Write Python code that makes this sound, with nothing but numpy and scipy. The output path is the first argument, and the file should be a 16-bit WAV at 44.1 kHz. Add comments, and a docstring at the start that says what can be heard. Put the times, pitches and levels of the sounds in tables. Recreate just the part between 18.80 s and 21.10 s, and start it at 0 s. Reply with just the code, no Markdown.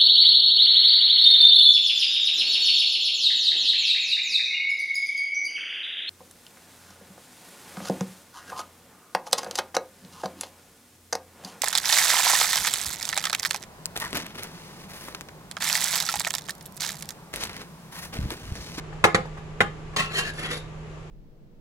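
"""A kitchen counter, with a two-port microphone that hears near echoes and the longer tail of the walls.
An appliance hums throughout over soft room noise and the faint rustle of hands.
From 0.13 s a small metal can is knocked: damped modes, clatter, crack and thud; the loudest blow clips.
From 1.16 to 1.86 s it is twisted and scraped under a hand: gritty slips rasp and single rings sing out.
From 2.16 s the background alone eases off."""
import sys
import numpy as np
from scipy import signal
from scipy.fft import rfft, irfft, next_fast_len
from scipy.io import wavfile

SR = 44100
rng = np.random.default_rng(int(sys.argv[2]) if len(sys.argv) > 2 else 0)


def file_out(sig):
    """Save sig as 16-bit WAV at sys.argv[1]."""
    # one column per channel
    cols = np.atleast_2d(sig).T
    # limit, then scale
    lim = np.clip(cols, -1, 1)
    pcm = np.round(lim * 32767).astype(np.int16)
    wavfile.write(sys.argv[1], SR, pcm)


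def volts_from_db(level):
    """Convert decibel levels to linear amplitude ratios."""
    exponent = np.asarray(level, float) / 20
    return 10 ** exponent


N = 101429  # samples, 2.3 s


def evened(x):
    """Scales to rms 1."""
    return x / np.sqrt(np.mean(x ** 2) + 1e-20)


def read(points, hz):
    """Reads a table on a log-frequency axis."""
    f, value = np.transpose(points)
    return np.interp(np.log(hz + 1), np.log(f + 1), value)


def colour(x, points, scale=1):
    """Filters by a spectrum in dB, multiplied by scale."""
    size = next_fast_len(x.shape[-1] + 4096)
    gain = volts_from_db(scale * read(points, np.fft.rfftfreq(size, 1 / SR)))
    return irfft(rfft(x, size) * gain, size)[..., :x.shape[-1]]


def add(mix, s, sound):
    """Mixes a sound in at time s."""
    part = mix[round(s * SR):][:len(sound)]
    part += sound[:len(part)]


def resonate(x, hz, width_hz):
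    """A resonance of gain 1 at hz: shift down to zero, smooth with one pole, shift back up."""
    turn = np.exp(2j * np.pi * np.cumsum(hz * np.ones(len(x))) / SR)
    r = np.exp(-np.pi * width_hz / SR)
    return 2 * (turn * signal.lfilter([1 - r], [1, -r], x / turn)).real


# modes of can and counter: f/Hz, level/dB, t60/s before the hand's damping
CAN_MODES = [(342, -7.5, 0.14), (436, 0.5, 0.085), (511, 5.5, 0.07), (641.5, -9, 0.12), (732, 0.5, 0.11),
             (809.5, 3.5, 0.13), (1075, 3, 0.074), (1232, 12.5, 0.042), (1410, 6, 0.042), (1713, -2, 0.14),
             (2120, 10.5, 0.033), (2342, -28, 0.05), (2800, -22, .1), (3500, -39, 0.063),
             (4100, -15, 0.027)]
# low thud of the counter: f/Hz, level/dB, decay to 1/e/s
COUNTER_THUD = [(108, -4.5, .012), (180.6, 4.5, 0.0074)]
# spectrum of the crack: f/Hz, level/dB per Hz
CRACK_COLOUR = [(150, -15), (400, 2.5), (900, -4.5), (1800, 9), (2700, -2), (4000, -5.5), (6000, -18),
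                (8000, -14), (11000, -29), (16500, -25)]


def blow(level_db, centre_hz, rise_s, thud_db, crack_db, low_db):
    """Modes damped by the hand build up under a dense clatter; a crack and a low thud go with them."""
    ring_octaves, damping = 3.2, 0.87  # spread of the ring about its centre; factor on each t60
    crack_s, clatter_s, clatter_db = 0.0066, 0.01, -1
    tick, tick_s = 0.54, 0.00082  # sharp start of the crack
    t = np.arange(0, .3, 1 / SR)
    hz, db, t60 = np.transpose(CAN_MODES)[:, :, None]
    tilt_db = -6 * (np.log2(hz / centre_hz) / ring_octaves) ** 2 + low_db * (hz < 680)
    decay = volts_from_db(db + tilt_db - 60 * t / (damping * t60))
    ring = (decay * np.sin(2 * np.pi * (hz * t + rng.random(hz.shape)))).sum(0)
    crack_noise, clatter_noise = rng.standard_normal((2, len(t)))
    swell = 1 - np.exp(-t / rise_s)
    crack_fall = np.exp(-t / crack_s) + tick * np.exp(-t / tick_s)
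    crack = evened(colour(crack_noise, CRACK_COLOUR)) * crack_fall * np.minimum(t * 4000, 1)
    clatter = evened(resonate(clatter_noise, centre_hz, 1000)) * np.exp(-t / clatter_s)
    thud = sum(volts_from_db(d) * np.sin(2 * np.pi * f * t) * np.exp(-t / fall_s) for f, d, fall_s in COUNTER_THUD)
    head = round(.01 * SR)  # the first 10 ms set the level of the ring
    tones = swell * (ring / np.std(ring[:head]) + volts_from_db(thud_db) * thud)
    noise = volts_from_db(clatter_db) * swell * clatter + volts_from_db(crack_db) * crack
    return volts_from_db(level_db) * tones, volts_from_db(level_db) * noise


# blows on the can: t/s, level/dB, centre of the ring f/Hz, build-up/s,
# then levels/dB of the thud, crack and low modes (below 680 Hz)
CAN_BLOWS = [(.128, -46, 790, 0.0087, -12, -1, -13), (0.2401, -11, 950, 0.0013, -11.5, 1, 0.5),
             (0.3457, -19, 1570, 0.0019, -0.5, 5.5, 4), (.452, -43, 830, 0.0036, -23, -17, 16),
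             (0.572, -41, 850, 0.0048, 0, -11, -6), (0.8049, -18.5, 1570, 0.0028, -0.5, 2.5, 1),
             (1.136, -45, 1000, .002, -13, -18, -3), (1.1626, -30, 1080, 0.0028, 1, -8, -5)]


def knocks():
    """Each blow finds its own echoes; tones get weaker close echoes and more wall tail than noise."""
    out = np.zeros((2, N))
    for s, *row in CAN_BLOWS:
        tones, noise = blow(*row)
        can = np.zeros((2, N))
        add(can[0], s, tones)
        add(can[1], s, noise)
        out += kitchen(can[0], near_db=-9, far_db=-5.5) + kitchen(can[1], near_db=3, far_db=-12.5)
    return out


def grit(count):
    """Dense tiny slips of uneven size."""
    per_s, spread_db = 6000, 3.5
    size = volts_from_db(spread_db * np.minimum(rng.exponential(1, count), 3))
    return size * rng.choice([-1., 1.], count) * (rng.random(count) < per_s / SR)


# spectrum of the rasp: f/Hz, level/dB per Hz
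RASP_COLOUR = [(150, -5.5), (400, -9.5), (900, -12), (1800, -4), (2700, -5), (4000, -6), (6000, -14.5),
               (8000, -16.5), (11000, -17), (16500, -29)]


def scrape(stroke):
    """Gritty slips rasp under the changing pressure, with a flutter of uneven stick and slip."""
    split_hz, flutter_db, flutter_hz = 3500, 1.5, 44.5  # treble split; flutter rms and top rate
    t = np.arange(N) / SR
    s, *cols = np.transpose(stroke)
    level_db, treble_db = (np.interp(t, s, c) for c in cols)
    rasp = evened(colour(grit(N), RASP_COLOUR))
    body = signal.sosfiltfilt(signal.butter(2, split_hz, fs=SR, output="sos"), rasp)
    flutter = signal.sosfilt(signal.butter(2, flutter_hz, fs=SR, output="sos"), rng.standard_normal(N))
    pressure = volts_from_db(level_db + flutter_db * evened(flutter)) * ((t > s[0]) & (t <= s[-1]))
    return pressure * (body + volts_from_db(treble_db) * (rasp - body))


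# one table for each stroke of the can under the hand: t/s, pressure level/dB, treble level/dB
STROKES = [
    [(1.163, -29.5, 4.7), (1.181, -31.5, 4), (1.197, -27.5, 1.6), (1.3, -50, -4)],
    [(1.3, -43, -6.3), (1.388, -29.5, 6.4), (1.438, -37.5, -5), (1.494, -34.5, -1), (1.535, -74, 7)],
    [(1.535, -58, 12.5), (1.569, -44.5, 1), (1.595, -38.5, 3.5), (1.603, -39.5, -2), (1.657, -35, -2.2),
     (1.695, -40.5, -6), (1.711, -34, 1.5), (1.783, -45, 4.3), (1.86, -64, -16)],
]


def scraping():
    """The can moves about, so each stroke finds its own echoes."""
    return sum(kitchen(scrape(stroke), near_db=-0.5, far_db=-12.5) for stroke in STROKES)


def sing(length_s, hz, db):
    """Grit feeds one ring, joined by a steady tone; the two swell and fade."""
    width_hz, steady, rise = 34, 1.11, 0.41  # steady: tone against grit; rise: below 1 the swell peaks early
    u = np.arange(0, 1, 1 / (length_s * SR))
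    ring = evened(resonate(grit(count=6000), hz, width_hz)[-len(u):])
    ring = ring + steady * np.sin(2 * np.pi * (hz * u * length_s + rng.random()))
    return volts_from_db(db) * evened(ring) * np.abs(np.sin(np.pi * u ** rise)) ** 1.1


# moments when a touch or the rubbing makes one ring of the can sing out:
# t/s, length/s, f/Hz, level/dB (rms before the swell and fade)
SINGING_RINGS = [(0.125, 0.022, 807, -46.5), (0.128, .012, 1600, -51.5), (.452, .02, 860, -42),
                 (0.57, 0.033, 825, -47.5), (1.162, 0.015, 1080, -26.5), (1.163, 0.019, 4285, -24),
                 (1.186, .04, 1075, -25.5), (1.183, 0.065, 2653, -29), (1.197, 0.021, 2760, -26.5),
                 (1.184, 0.021, 1870, -30), (1.191, 0.045, 732, -39), (1.217, .07, 1332, -37.5),
                 (1.257, .04, 2800, -42), (1.351, .04, 1898, -31), (1.356, 0.025, 3113, -26.5),
                 (1.379, .035, 1637, -30.5), (1.38, 0.043, 2754, -26.5), (1.385, 0.053, 1102, -37.5),
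                 (1.346, 0.039, 4290, -31), (1.446, 0.029, 1756, -35.5), (1.474, 0.045, 1650, -33.5),
                 (1.58, .04, 1760, -41.5), (1.631, 0.041, 2560, -44), (1.637, 0.062, 1890, -39),
                 (1.642, .03, 3247, -36), (1.691, 0.057, 1982, -35.5), (1.701, 0.073, 505, -42),
                 (1.709, 0.072, 3680, -38.5), (1.704, 0.036, 2275, -41)]


def singing():
    """All the singing rings share one set of echoes."""
    rings = np.zeros(N)
    for s, *row in SINGING_RINGS:
        add(rings, s, sing(*row))
    return kitchen(rings, near_db=-9, far_db=-5.5)


# likeness of the two ports: f/Hz, correlation
PORT_LIKENESS = [(30, 0.78), (150, 0.92), (400, 0.64), (1000, 0.17), (2000, 0.067), (16000, 0.017)]


def pair(count):
    """Two noises, alike in the bass and nearly unrelated in the treble."""
    a, b = rfft(rng.standard_normal((2, count)))
    same = np.clip(read(PORT_LIKENESS, np.fft.rfftfreq(count, 1 / SR)), -1, 1)
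    return irfft(np.array([a, same * a + np.sqrt(1 - same ** 2) * b]), count)


# fall of the wall echoes: f/Hz, t60/s
WALL_TAIL = [(150, 0.26), (500, 0.22), (1500, 0.25), (4000, .3), (12000, 0.21)]


def kitchen(x, near_db, far_db):
    """Direct sound, close echoes from the counter and a longer tail from the walls."""
    near_t60_s, left_lag_s = 0.04, .00015
    low_cut_hz = 74  # on all sounds sent into the kitchen
    t = np.arange(SR // 2) / SR
    near = pair(len(t)) * volts_from_db(-60 * t / near_t60_s) * (t > .0004)
    hz, at, z = signal.stft(pair(len(t)), SR, nperseg=256)
    fall = volts_from_db(-60 * at / read(WALL_TAIL, hz)[:, None])
    far = signal.istft(z * fall, SR, nperseg=256)[1][:, :len(t)]
    far = far * np.clip(t / 0.03, 0, 1)
    taps = volts_from_db(near_db) * near / np.linalg.norm(near[0]) + volts_from_db(far_db) * far / np.linalg.norm(far[0])
    taps[0, round(left_lag_s * SR)] += 1  # direct sound, left
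    taps[1, 0] += 1  # direct sound, right
    x = signal.sosfilt(signal.butter(2, low_cut_hz, "high", fs=SR, output="sos"), x)
    return signal.fftconvolve(x[None], taps, axes=1)[:, :N]


# spectrum of the room noise: f/Hz, level/dB per Hz
ROOM_COLOUR = [(12, -32), (22, 7), (68, -2), (130, -1.5), (190, -8.5), (400, -12), (640, -28), (1000, -24),
               (2750, -21), (6000, -45), (11000, -52), (16500, -40)]
# rustle of the hands: t/s, level/dB
HAND_RUSTLE = [(0.0, -48.5), (0.4, -49), (0.7, -50.5), (1.22, -49.5), (1.34, -50.5), (1.61, -48),
               (1.79, -49.5), (2.05, -51), (2.3, -48)]
# spectrum of the rustle: f/Hz, level/dB per Hz
HAND_COLOUR = [(200, -30), (400, -8), (1000, -9.5), (3000, -19.5), (7300, -25.5), (16500, -45.5)]
# lines of the appliance hum: f/Hz, level/dB rms, width of the fuzz/Hz
APPLIANCE_HUM = [(156, -43.5, 9), (427, -60, 8.6), (1170, -62, 3.2)]


def background():
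    """Room noise, the faint rustle of hands, and the slightly fuzzy lines of the hum."""
    room_db, ease_s, ease_db_per_s = -44, 2.16, -28  # it eases off at the end
    t = np.arange(N) / SR
    out = volts_from_db(room_db) * evened(colour(pair(N), ROOM_COLOUR))
    rustle_db = np.interp(t, *np.transpose(HAND_RUSTLE))
    out += volts_from_db(rustle_db) * evened(colour(pair(N), HAND_COLOUR))
    for hz, db, width_hz in APPLIANCE_HUM:
        fuzz = evened(resonate(rng.standard_normal(N), hz, width_hz))
        line = np.sin(2 * np.pi * (hz * t + rng.random()))
        out += volts_from_db(db) * evened(line + 0.1 * fuzz)
    return out * volts_from_db(ease_db_per_s * np.maximum(t - ease_s, 0))


def scene():
    """The can on the counter, over the hum and the room."""
    return knocks() + scraping() + singing() + background()


def top_cut(x):
    """Nothing passes above the cut-off."""
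    return signal.sosfilt(signal.butter(12, 16170, fs=SR, output="sos"), x)


# colour of the microphone: f/Hz, level/dB
MIC_COLOUR = [(30, 2), (200, 1.5), (270, -1.5), (350, 5), (5500, -3), (7500, -0.5), (8900, -7.5),
              (10400, -0.5), (12000, -13), (15500, -23), (16500, -22)]
# balance of its two ports: f/Hz, left minus right level/dB
PORT_BALANCE = [(60, -0.5), (130, -2.5), (290, -2.5), (640, 0.5), (1410, 2), (3100, -0.5), (6820, 6.5),
                (15000, -18)]


def record(dry):
    """The microphone colours the sound, its ports share the balance, and both clip at full scale."""
    dry = colour(dry, MIC_COLOUR)
    left = colour(dry[0], PORT_BALANCE, 1 / 2)
    right = colour(dry[1], PORT_BALANCE, -1 / 2)
    return top_cut(np.clip(np.array([left, right]), -1, 1))


dry = scene()
out = record(dry)
file_out(out)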